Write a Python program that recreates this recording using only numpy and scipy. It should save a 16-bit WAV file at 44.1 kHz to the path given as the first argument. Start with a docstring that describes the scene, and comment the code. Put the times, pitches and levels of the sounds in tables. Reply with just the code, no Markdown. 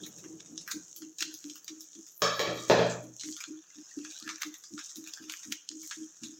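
"""A low rumble, a softly sizzling pan and the rustle of a foil sachet open the scene, close to a phone in a
kitchen; a low hum throbs four times a second, perhaps a wobbling fan. The foil crinkles, is snipped and torn;
the scissors are put down on a counter with three knocks and a few bounces that ring in the room.
Filtered noise makes rumble and rustle, sparse clicks the sizzle, a gliding sine the hum; bursts and decaying
resonances make snaps and knocks. The phone's noise suppressor cuts quiet sound."""
import sys
import numpy as np
from scipy import signal
from scipy.io import wavfile
from scipy.ndimage import uniform_filter1d

SR = 44100
rng = np.random.default_rng(int(sys.argv[2]) if len(sys.argv) > 2 else 0)


def output_pcm(signal):
    """Save a mono or channel-first signal as 16-bit PCM at the path in sys.argv[1].

    Samples are clipped to [-1, 1] before scaling.
    """
    pcm = np.clip(np.atleast_2d(signal).T, -1, 1) * 32767
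    wavfile.write(sys.argv[1], SR, np.round(pcm).astype(np.int16))


N = 281799  # length in samples


def amp(db):
    """Decibel law: the amplitude ratio of a level."""
    return 10 ** (np.asarray(db) / 20)


def evened(x):
    """Normalisation to an effective (RMS) value of 1."""
    return x / np.sqrt(np.mean(x ** 2) + 1e-20)


def read(points, hz):
    """Interpolation of a spectrum on a logarithmic frequency axis."""
    f, value = np.transpose(points)
    return np.interp(np.log(hz + 1), np.log(f + 1), value)


def along(rows):
    """Linear interpolation in time: the columns of a curve at every sample."""
    s, *columns = np.transpose(rows)
    return [np.interp(np.arange(N) / SR, s, c) for c in columns]


def add(mix, s, sound):
    """Superposition: a sound joins the mix, in place, from time s in seconds."""
    part = mix[round(s * SR):][:len(sound)]
    part += sound[:len(part)]


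def coloured(x, points, tilt_db=0.):
    """Minimum-phase filtering: a causal filter of energy 1, its spectrum tilted in dB per octave around 1 kHz."""
    hz = abs(np.fft.fftfreq(4096, 1 / SR))
    level_db = read(points, hz) + tilt_db * np.log2((hz + 50) / 1000)
    log_gain = np.log(amp(level_db))
    # the Hilbert transform of the log gain gives the phase of a causal filter
    response = np.exp(np.conj(signal.hilbert(log_gain)))
    taps = np.fft.ifft(response).real[:2048]
    return signal.oaconvolve(x, taps / np.linalg.norm(taps))[:len(x)]


def band(x, hz, width_hz):
    """Simple resonance: a two-pole resonator of gain 1 at its centre."""
    return signal.lfilter(*signal.iirpeak(hz, hz / width_hz, SR), x)


def split(x, hz, side):
    """Crossover filtering: the part of a sound below or above a frequency."""
    return signal.sosfilt(signal.butter(4, hz, side, fs=SR, output="sos"), x)


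def crackle(per_s, spread_db):
    """Random impulse train: sparse clicks of random sign, a few of them large."""
    size_db = spread_db * np.minimum(rng.exponential(1, N), 5)
    size = amp(size_db) * rng.choice([-1., 1.], N)
    return evened(size * (rng.random(N) < per_s / SR))


def patchy(x, depth_db):
    """Spectral modulation: random patches in time and frequency, as each bit of foil favours other pitches."""
    z = signal.stft(x, nperseg=256)[2]
    field = rng.standard_normal(z.T.shape).T
    field = uniform_filter1d(field, size=3, axis=0)
    field = evened(uniform_filter1d(field, size=14, axis=1))
    return signal.istft(z * amp(depth_db * field), nperseg=256)[1][:N if len(x) == N else len(x)]


# Reverberation of the kitchen. Each row: frequency in Hz, time to decay by 60 dB in seconds.
ROOM_T60 = [(100, 1.0), (250, 0.91), (500, 0.55), (1000, 0.74), (2000, 0.65), (3500, 0.66), (6000, 0.49),
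            (12000, 0.37)]


def room(x):
    """Diffuse reverberation: dense reflections, each band dying at its own speed with an even share of energy."""
    hz, t, z = signal.stft(rng.standard_normal(SR), SR, nperseg=512)
    dying = amp(-60 * t / read(ROOM_T60, hz)[:, None])
    z = z * dying
    z *= (np.linalg.norm(dying, axis=1) / np.linalg.norm(z, axis=1))[:, None]
    tail = signal.istft(z, SR, nperseg=512)[1]
    tail *= 1 - np.exp(-np.arange(len(tail)) / (.003 * SR))  # gradual build-up
    return signal.fftconvolve(x, tail / np.linalg.norm(tail))[:len(x)]


# Spectrum of the kitchen rumble. Each row: frequency in Hz, relative density in dB per Hz.
AIR_SPECTRUM = [(24, -59), (40, -42), (100, -25.5), (173, -3.5), (237, -14), (306, 0), (443, -13),
                (615, -12), (1200, -20.5), (1700, -38)]
# Course of the rumble. Each row: time in seconds, level in dB.
AIR_COURSE = [(0, -50.5), (.8, -56), (1.0, -62), (2.2, -66.5), (3.3, -68), (6.39, -67.5)]
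# Fuzzy hums in the rumble. Each row: frequency in Hz, width in Hz, level against the rumble in dB.
AIR_HUMS = [(165, 64, -7), (454, 17, -9.5)]


def air():
    """Narrow-band noise: low kitchen rumble with two hums blurred by their bandwidth."""
    noise = rng.standard_normal(N)
    hums = sum(amp(db) * evened(band(noise, hz, width)) for hz, width, db in AIR_HUMS)
    rumble = coloured(rng.standard_normal(N), AIR_SPECTRUM)
    return amp(along(AIR_COURSE)[0]) * (rumble + hums)


# Spectrum of the frying oil. Each row: frequency in Hz, relative density in dB per Hz.
SIZZLE_SPECTRUM = [(1760, -79), (3000, -24.5), (5050, -22.5), (5500, -15), (6670, -11.5), (9460, -31),
                   (12300, -29.5), (15100, -27), (16000, -29.5), (16500, -63)]
SIZZLE_DB, SWELL_DB = -55, 3.5  # level of the pan and RMS depth of its slow swell


def pan():
    """Shot noise: dense tiny bursts of frying oil that swell a little."""
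    bursts = crackle(2500, 4.2)
    swell = evened(split(rng.standard_normal(N), 3, "low"))
    oil = coloured(bursts + 0.5 * rng.standard_normal(N), SIZZLE_SPECTRUM)
    return amp(SIZZLE_DB + SWELL_DB * swell) * oil


# Spectrum of the foil before any tilt. Each row: frequency in Hz, relative density in dB per Hz.
FOIL_SPECTRUM = [(290, -72), (500, -18.5), (938, -13.5), (1220, -6), (1760, 0), (2100, -16), (2430, -4.5),
                 (3660, 0.5), (4760, -1), (6660, 5), (9460, -23), (15100, -22), (16500, -26)]
TICKS_PER_S, TICK_DB, TICK_T60 = 63, -4.5, 0.044  # stray creases: rate, level against the rustle curve, ring in s


def ticks():
    """Impulse response: stray creases click sparsely, each with a short ring at one of 16 pitches."""
    clicks = crackle(TICKS_PER_S, 3.3)
    which = rng.integers(0, 16, N)
    t = np.arange(4000) / SR
    decay = amp(-60 * t / TICK_T60)
    rings = sum(signal.oaconvolve(clicks * (which == k), decay * np.sin(2 * np.pi * hz * t))[:N]
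                for k, hz in enumerate(np.geomspace(1300, 5200, 16)))
    return coloured(clicks, FOIL_SPECTRUM) + 0.95 * evened(rings)


# Handling of the foil in two stretches of rows.
# Each row: time in seconds, relative rustle level in dB, relative level of the fizz above 11.5 kHz in dB.
FOIL_HANDLING = [
    [(0.0, -56.5, -78), (0.1, -62, -80), (0.27, -64, -86), (0.54, -66, -84), (0.67, -65, -58),
     (1.05, -78, -66), (1.45, -62.5, -51.5), (1.94, -65, -74), (2.2, -71, -45.5)],
    [(3.15, -82, -68.5), (3.31, -65.5, -81), (3.75, -59.5, -68), (4.33, -52.5, -55.5), (4.6, -76, -52.5),
     (4.9, -60.5, -76), (5.17, -56, -54.5), (5.69, -70, -64), (6.39, -59.5, -81.5)],
]


def rustle():
    """Crackling noise: small creases merge into a rustle with treble fizz; the stray ticks follow its level."""
    rustle_db, fizz_db = along(sum(FOIL_HANDLING, []))
    creases = crackle(880, 4.9) + 0.69 * rng.standard_normal(N)
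    treble = evened(split(creases, 11500, "high"))
    hiss = amp(rustle_db) * coloured(creases, FOIL_SPECTRUM, -5.5) + amp(fizz_db - 5.5) * treble
    return hiss, amp(rustle_db + TICK_DB) * ticks()


# Foil snaps. Each row: time in seconds, level in dB, length in ms, pitch of the crease in Hz, then against
# the snap's bright part: body under 2.4 kHz in dB, fizz above 12 kHz in dB; last, crumpling against the snap in dB.
FOIL_SNAPS = [(0.034, -38, 1.8, 1330, -13, -11, -14), (0.0643, -34, 0.98, 3560, -9, -4, -15.5),
              (0.1841, -39.5, 2.3, 5000, -11, -8, -14), (0.24, -42, 2, 1380, -0.5, 0, -11.5),
              (0.4048, -32.5, 11.4, 1540, -6.5, -32, -34), (0.4293, -39.5, 0.93, 1680, -15, -47, -30),
              (0.46, -38, 1.2, 3740, -10, -18, -16), (0.5778, -25.5, 3.8, 3920, -19, -28, -23.5),
              (0.612, -36.5, 1.4, 3740, -11.5, -11, -15.5), (0.6771, -33.5, 2.5, 2300, -4, -2, -10.5),
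              (0.7149, -24.5, 25, 3300, -11, -5.5, -21), (0.8818, -36, 1.6, 3570, -32, -27, -26),
              (0.9291, -30, 1.9, 4950, -56, -43, -41), (0.9627, -34.5, 1.7, 4700, -17.5, -1.5, -13.5),
              (1.021, -36.5, 2.6, 2670, -6.5, -20, -15.5), (1.1848, -33.5, 1.7, 3400, -16, -5, -12),
              (1.2065, -23, 2.2, 3150, -14.5, -10, -18), (1.2251, -15.5, 12, 2340, -10.5, -11.5, -48),
              (1.3411, -32, 2.6, 4260, -28, -0.5, -16.5), (1.4419, -31, 1.3, 3500, -6, -21, -34.5),
              (1.4981, -32.5, 6.4, 2340, -15, -35, -17.5), (1.557, -33.5, 1.3, 3360, -5.5, 3, -18.5),
              (1.6451, -34, 1.7, 4700, -40, 1, -25), (1.68, -30.5, 5.9, 4830, -9, -13, -16.5),
              (1.8074, -37.5, 1.3, 4070, -42, -2, -12), (1.932, -38, 2.4, 4300, -15, -15, -22),
              (1.9514, -36, 2.3, 3200, -9, -10, -21.5), (1.993, -41.5, 1.6, 4100, -10, -23, -31),
              (2.07, -43.5, 0.77, 3800, -3, -2.5, -14), (2.8963, -37.5, 0.77, 1380, -32, -14, -7),
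              (3.1658, -32, 1.9, 4130, -43, -1, -35), (3.1968, -32, 1.3, 4400, -29, -32, -17),
              (3.21, -29, 4.7, 4750, -15.5, -40, -21), (3.2353, -25.5, 1.7, 4270, -9, -31, -27.5),
              (3.2441, -37, 3.3, 4730, -6.5, -33, -13.5), (3.2878, -36, 3.5, 3550, 0.5, -23, -35),
              (3.3253, -29.5, 1.8, 4630, -37, -39, -23), (3.3661, -30, 1.4, 4880, -12, -10, -19),
              (3.405, -34, 4, 1300, -9, -10, -12.5), (3.4398, -23.5, 2.1, 4400, -7, -12, -28.5),
              (3.616, -54, 2.9, 4600, -66, -27, -34), (3.89, -45, 1.5, 4480, -25, -23, -27),
              (3.9374, -48, 2.8, 4500, -20, -45, -36), (4.0493, -29.5, 1.8, 4700, -5.5, -27, -19.5),
              (4.1103, -29, 0.61, 4600, -32, -20, -40), (4.2004, -28.5, 1.8, 3100, -37, -4, -45),
              (4.2261, -30, 3, 4600, -35, -26, -27), (4.291, -37.5, 3.4, 3750, -8, -36, -7),
              (4.3595, -26, 1.9, 4770, -10.5, -27, -46), (4.4209, -19.5, 19.5, 1480, -7, -9, -54),
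              (4.4329, -20.5, 2.2, 1240, -4.5, -10, -28), (4.5416, -30, 2, 1970, -14.5, -3, -21.5),
              (4.6384, -40, 0.79, 5500, -12.5, -10, -11.5), (4.738, -32, 3.2, 4400, -43.5, -40, -29),
              (4.779, -33.5, 3, 1440, -3.5, -30, -16), (4.7915, -31.5, 2.5, 1650, -4, -9.5, -16),
              (4.8463, -32, 1.3, 3740, -30, -39, -23), (4.8943, -34.5, 11, 5700, -19, -31, -21),
              (4.9585, -27.5, 0.27, 4070, -28, -8, -20.5), (4.9693, -38, 4.2, 5300, -5, 0.5, -18.5),
              (5.0414, -35, 2, 4440, -3.5, 1, -27), (5.0741, -31, 3.1, 3700, -8.5, -7.5, -19),
              (5.095, -38.5, 2.1, 1530, -3, -24, -20.5), (5.1371, -23, 2.8, 5370, -20, -8, -28),
              (5.185, -45, 1.5, 1820, 3, -25, -27), (5.24, -36.5, 1.4, 2960, -3.5, -18, -20),
              (5.2976, -26, 4.2, 4180, -7, -8.5, -20), (5.3219, -29, 1.6, 1360, -20, -2.5, -21.5),
              (5.3383, -28.5, 2.7, 1700, 1, -23, -47), (5.37, -30.5, 1.2, 5140, -23, -19, -33),
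              (5.432, -40, 2.4, 4000, -6, -27, -12.5), (5.5236, -18, 14.4, 1524, -10.5, -10, -33),
              (5.6902, -18.5, 4, 5300, -36.5, -33, -43), (5.7151, -31.5, 1.2, 4800, -5.5, -31, -23.5),
              (5.82, -41, 1.2, 3500, -34, -33.5, -13), (5.8324, -36, 2, 1740, -7.5, 0, -17.5),
              (5.8754, -30.5, 3.4, 1530, -14, -1, -34), (5.9112, -28, 1.9, 4560, -11, -36, -15),
              (6.0323, -39, 2.5, 3730, -27, -20, -17), (6.235, -31, 1.5, 4000, -10.5, -42, -15.5)]


def snaps():
    """Sudden release of strain: each crease snaps or rips, rings at its own pitch and crumples on briefly."""
    lead = .015  # seconds kept before each snap
    snapping, crumpling = np.zeros((2, N))
    t = np.arange(round(.16 * SR)) / SR - lead
    draws = rng.standard_normal((len(FOIL_SNAPS), 2, len(t)))
    for (s, db, ms, hz, body_db, fizz_db, after_db), (noise, luck) in zip(FOIL_SNAPS, draws):
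        # the crease itself at time 0, and a few further ones
        grain = noise * (1 + 3.3 * (luck > 2.2)) + 4.0 * (abs(t) < .6 / SR)
        rip = np.exp(-abs(t) * 1000 / (ms * np.where(t < 0, .18, .3)))  # rises faster than it falls
        dying = amp(-60 * t / 0.18) * (t > 0)
        burst = grain * np.array([rip, dying])  # row 0 snaps, row 1 crumples
        ring = 2.2 * band(burst, hz, 0.045 * hz)
        bright = np.array([coloured(b, FOIL_SPECTRUM) for b in split(burst, 2760, "high")]) + ring
        body = split(split(burst, 2445, "low"), min(1180, 0.66 * hz), "high")
        fizz = split(burst, 12000, "high")
        parts = ((0, bright), (body_db, body), (fizz_db, fizz))
        # each part is scaled by its peak within the snap
        snap, after = sum(amp(level) * part / abs(part[0]).max() for level, part in parts)
        add(snapping, s - lead, amp(db) * snap)
        early_level = after[(t > 0) & (t < .045)].std()
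        add(crumpling, s - lead, amp(db + after_db) * after / early_level)
    return snapping, crumpling


def foil():
    """Superposition of direct and reflected sound: rustle, snaps and ticks with the room's answer."""
    hiss, stray = rustle()
    snapping, crumpling = snaps()
    direct = snapping + patchy(crumpling + hiss, 4.0) + stray
    return direct + amp(-7.5) * room(direct)


# Throbs of the hum. Each row: start in seconds, time to the peak in seconds (kept within limits below),
# length in seconds, peak of the tone's envelope in dB (RMS), opening pitch in Hz, rumble against the tone in dB.
HUM_THROBS = [(0.005, .015, 0.078, -45.5, 306, -3), (0.227, 0.028, .17, -44, 328.6, -15),
              (0.495, 0.039, 0.1, -48, 314.2, 1), (0.735, 0.03, 0.089, -45.5, 303, 0.5),
              (0.97, 0.058, 0.15, -43, 304.2, -6), (1.209, .012, 0.15, -44, 299.7, -21),
              (1.442, 0.013, 0.14, -46, 277, -21), (1.689, 0.041, .16, -46.5, 312, -8),
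              (1.957, 0.036, 0.081, -45.5, 329, -3), (2.467, 0.06, 0.3, -48.5, 310, 1),
              (3.019, .015, .14, -48, 306, 3.5), (3.24, 0.047, 0.12, -42.5, 295, -2.5),
              (3.475, 0.015, 0.13, -42, 304.5, -10), (3.757, 0.044, 0.068, -46, 299, -3),
              (3.967, 0.006, 0.14, -41.5, 274, -9), (4.218, 0.055, .16, -45.5, 323, 2),
              (4.449, 0.02, 0.092, -44.5, 294, -8.5), (4.707, 0.031, 0.096, -45, 274, 0.5),
              (4.958, 0.025, 0.15, -45.5, 319.6, -1.5), (5.201, 0.034, .14, -46.5, 308, 0.5),
              (5.454, 0.058, 0.11, -45.5, 286.4, 5), (5.705, 0.034, .16, -45, 308.6, -12),
              (5.97, 0.039, 0.14, -45.5, 313.6, -2.5), (6.217, 0.03, 0.3, -48, 312, 6)]
# Air moved with each throb. Each row: frequency in Hz, relative density in dB per Hz.
PUFF_SPECTRUM = [(40, -34), (110, -8.5), (170, -10), (230, 6), (420, -12), (520, -57.5), (800, -25)]
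THROB_HZ, SETTLE_S = 316.9, 0.0626  # the pitch every throb glides to, and the time constant of the glide
ONSET_DB, SAG_DB, RELEASE_S = -13, -8, 0.028  # start and end of a throb against its peak; its last fade


def throbs():
    """Amplitude and frequency modulation: a gliding tone with a puff of rumble, switched on once a turn."""
    tone, unrest, puff = np.zeros((3, N))
    for s, rise, length, db, hz, rumble_db in HUM_THROBS:
        t = np.arange(0, length + RELEASE_S, 1 / SR)
        rise = np.clip(rise, .002, length - .01)
        corners = [0, rise, length, length + RELEASE_S]
        shape = amp(db + np.interp(t, corners, [ONSET_DB, 0, SAG_DB, -35]))
        early = np.exp(-t / SETTLE_S)
        pitch = THROB_HZ + (hz - THROB_HZ) * early
        add(unrest, s, shape * (.15 + early))
        add(puff, s, shape * early * amp(rumble_db))
        add(tone, s, shape * np.sqrt(2) * np.sin(2 * np.pi * np.cumsum(pitch) / SR))
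    flutter = evened(band(band(rng.standard_normal(N), 305.7, 58), 305.7, 58))
    rumble = coloured(rng.standard_normal(N), PUFF_SPECTRUM)
    return tone + amp(1) * unrest * flutter + puff * rumble


# Scissors on the counter. Each row: time in seconds, relative strength of the blow in dB, steel blade against
# counter in dB, brightness in dB per octave, relative level of the ringing modes in dB.
SCISSOR_KNOCKS = [(2.2197, -12, 16, 0.5, -13), (2.394, -17, -4, 2.5, -9), (2.475, -22, -8.5, -2.5, -14),
                  (2.575, -29.5, -1, 1, -22.5), (2.699, -6.5, -25, 0, -11), (2.79, -17, -12, -0.5, -5.5)]
# Colour of a blow before its brightness tilt. Each row: frequency in Hz, relative density in dB per Hz.
COUNTER_SPECTRUM = [(35, -55.5), (60, -18.5), (113, -23.5), (177, -12.5), (366, -6), (453, -7.5),
                    (573, 0.5), (796, -11), (2600, -16.5), (6450, -23), (9400, -54.5), (15000, -38.5),
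                    (16500, -66)]
# Steel resonances, each applied twice. Each row: frequency in Hz, width of one pass in Hz, relative level in dB.
BLADE_MODES = [(592, 110, -1.5), (1173, 220, 2), (1653, 260, -4.5), (2280, 260, -7.5), (3143, 450, -2),
               (3750, 260, -2.5), (4480, 130, -5), (5400, 550, -1), (6350, 810, -1)]
# Counter and room modes. Each row: frequency in Hz, level before tilt in dB, time to decay by 60 dB in seconds.
RING_MODES = [(122, -16.5, .95), (175.2, -10, 0.55), (232.6, -19.5, 0.5), (323, -23.5, 0.95),
              (429.8, -5, 0.34), (459.5, -3, 0.39), (534, -22.5, .6), (554, -6.5, 0.54), (592.7, -6, 0.5),
              (660, -29.5, 0.91), (707.5, -13, 0.27), (754, -12, 0.27), (883, -17, 0.56), (1227, -38, 0.35)]


def knocks():
    """Modal excitation: a hard tick coloured by counter and blade, the modes it rings, the room's long answer."""
    out = np.zeros(N)
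    t = np.arange(SR) / SR
    draws = rng.standard_normal((len(SCISSOR_KNOCKS), len(t)))
    for (s, db, blade_db, tilt_db, ring_db), draw in zip(SCISSOR_KNOCKS, draws):
        contact = (t == 0) + .06 * draw * np.exp(-t / .004)  # an impulse and a short scrape of noise
        blade = sum(amp(level) * band(band(contact, hz, width), hz, width) / np.sqrt(width)
                    for hz, width, level in BLADE_MODES)
        steel = amp(blade_db) * blade / np.linalg.norm(blade)
        tick = coloured(contact, COUNTER_SPECTRUM, tilt_db) + steel
        tick *= 4.64 / np.linalg.norm(tick)
        ring = sum(amp(level + tilt_db * np.log2(hz / 1000) - 60 * t / t60) * np.sin(2 * np.pi * hz * t)
                   for hz, level, t60 in RING_MODES)
        ring *= 1 - np.exp(-t / 0.002)  # room modes build up
        # in the bass the single modes take over from the diffuse field
        diffuse = room(tick - 0.5 * uniform_filter1d(tick, size=90))
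        add(out, s, amp(db) * (amp(-0.5) * tick + amp(6.5) * diffuse + amp(ring_db) * ring))
    return out


def scene():
    """Linear superposition of all sources, as one channel."""
    return (air() + pan() + foil() + throbs() + knocks())[None]


# Threshold of the noise suppressor. Each row: frequency in Hz, level in dB.
SUPPRESSOR_THRESHOLD = [(100, -65.5), (300, -57), (700, -60), (2000, -65.5), (4500, -68.5), (6500, -80.5),
                        (10000, -78), (15000, -74)]
EDGE_HZ = 16300  # upper band limit


def record(dry):
    """Spectral gating: bands whose smoothed level sinks under the threshold are lowered; then the band limit."""
    hz, _, z = signal.stft(dry[0], SR, nperseg=512, noverlap=384)
    power = uniform_filter1d(abs(z) ** 2, size=3, axis=0)
    power = abs(uniform_filter1d(power, size=11, axis=1))
    threshold = amp(2 * read(SUPPRESSOR_THRESHOLD, hz))[:, None]  # as power
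    gain = np.maximum(power / (power + threshold), amp(-12.5))
    kept = signal.istft(z * gain, SR, nperseg=512, noverlap=384)[1][:N]
    low_pass = signal.firwin(511, EDGE_HZ, window=("kaiser", 9), fs=SR)
    return signal.oaconvolve(kept, low_pass, "same")[None]


dry = scene()
out = record(dry)
output_pcm(out)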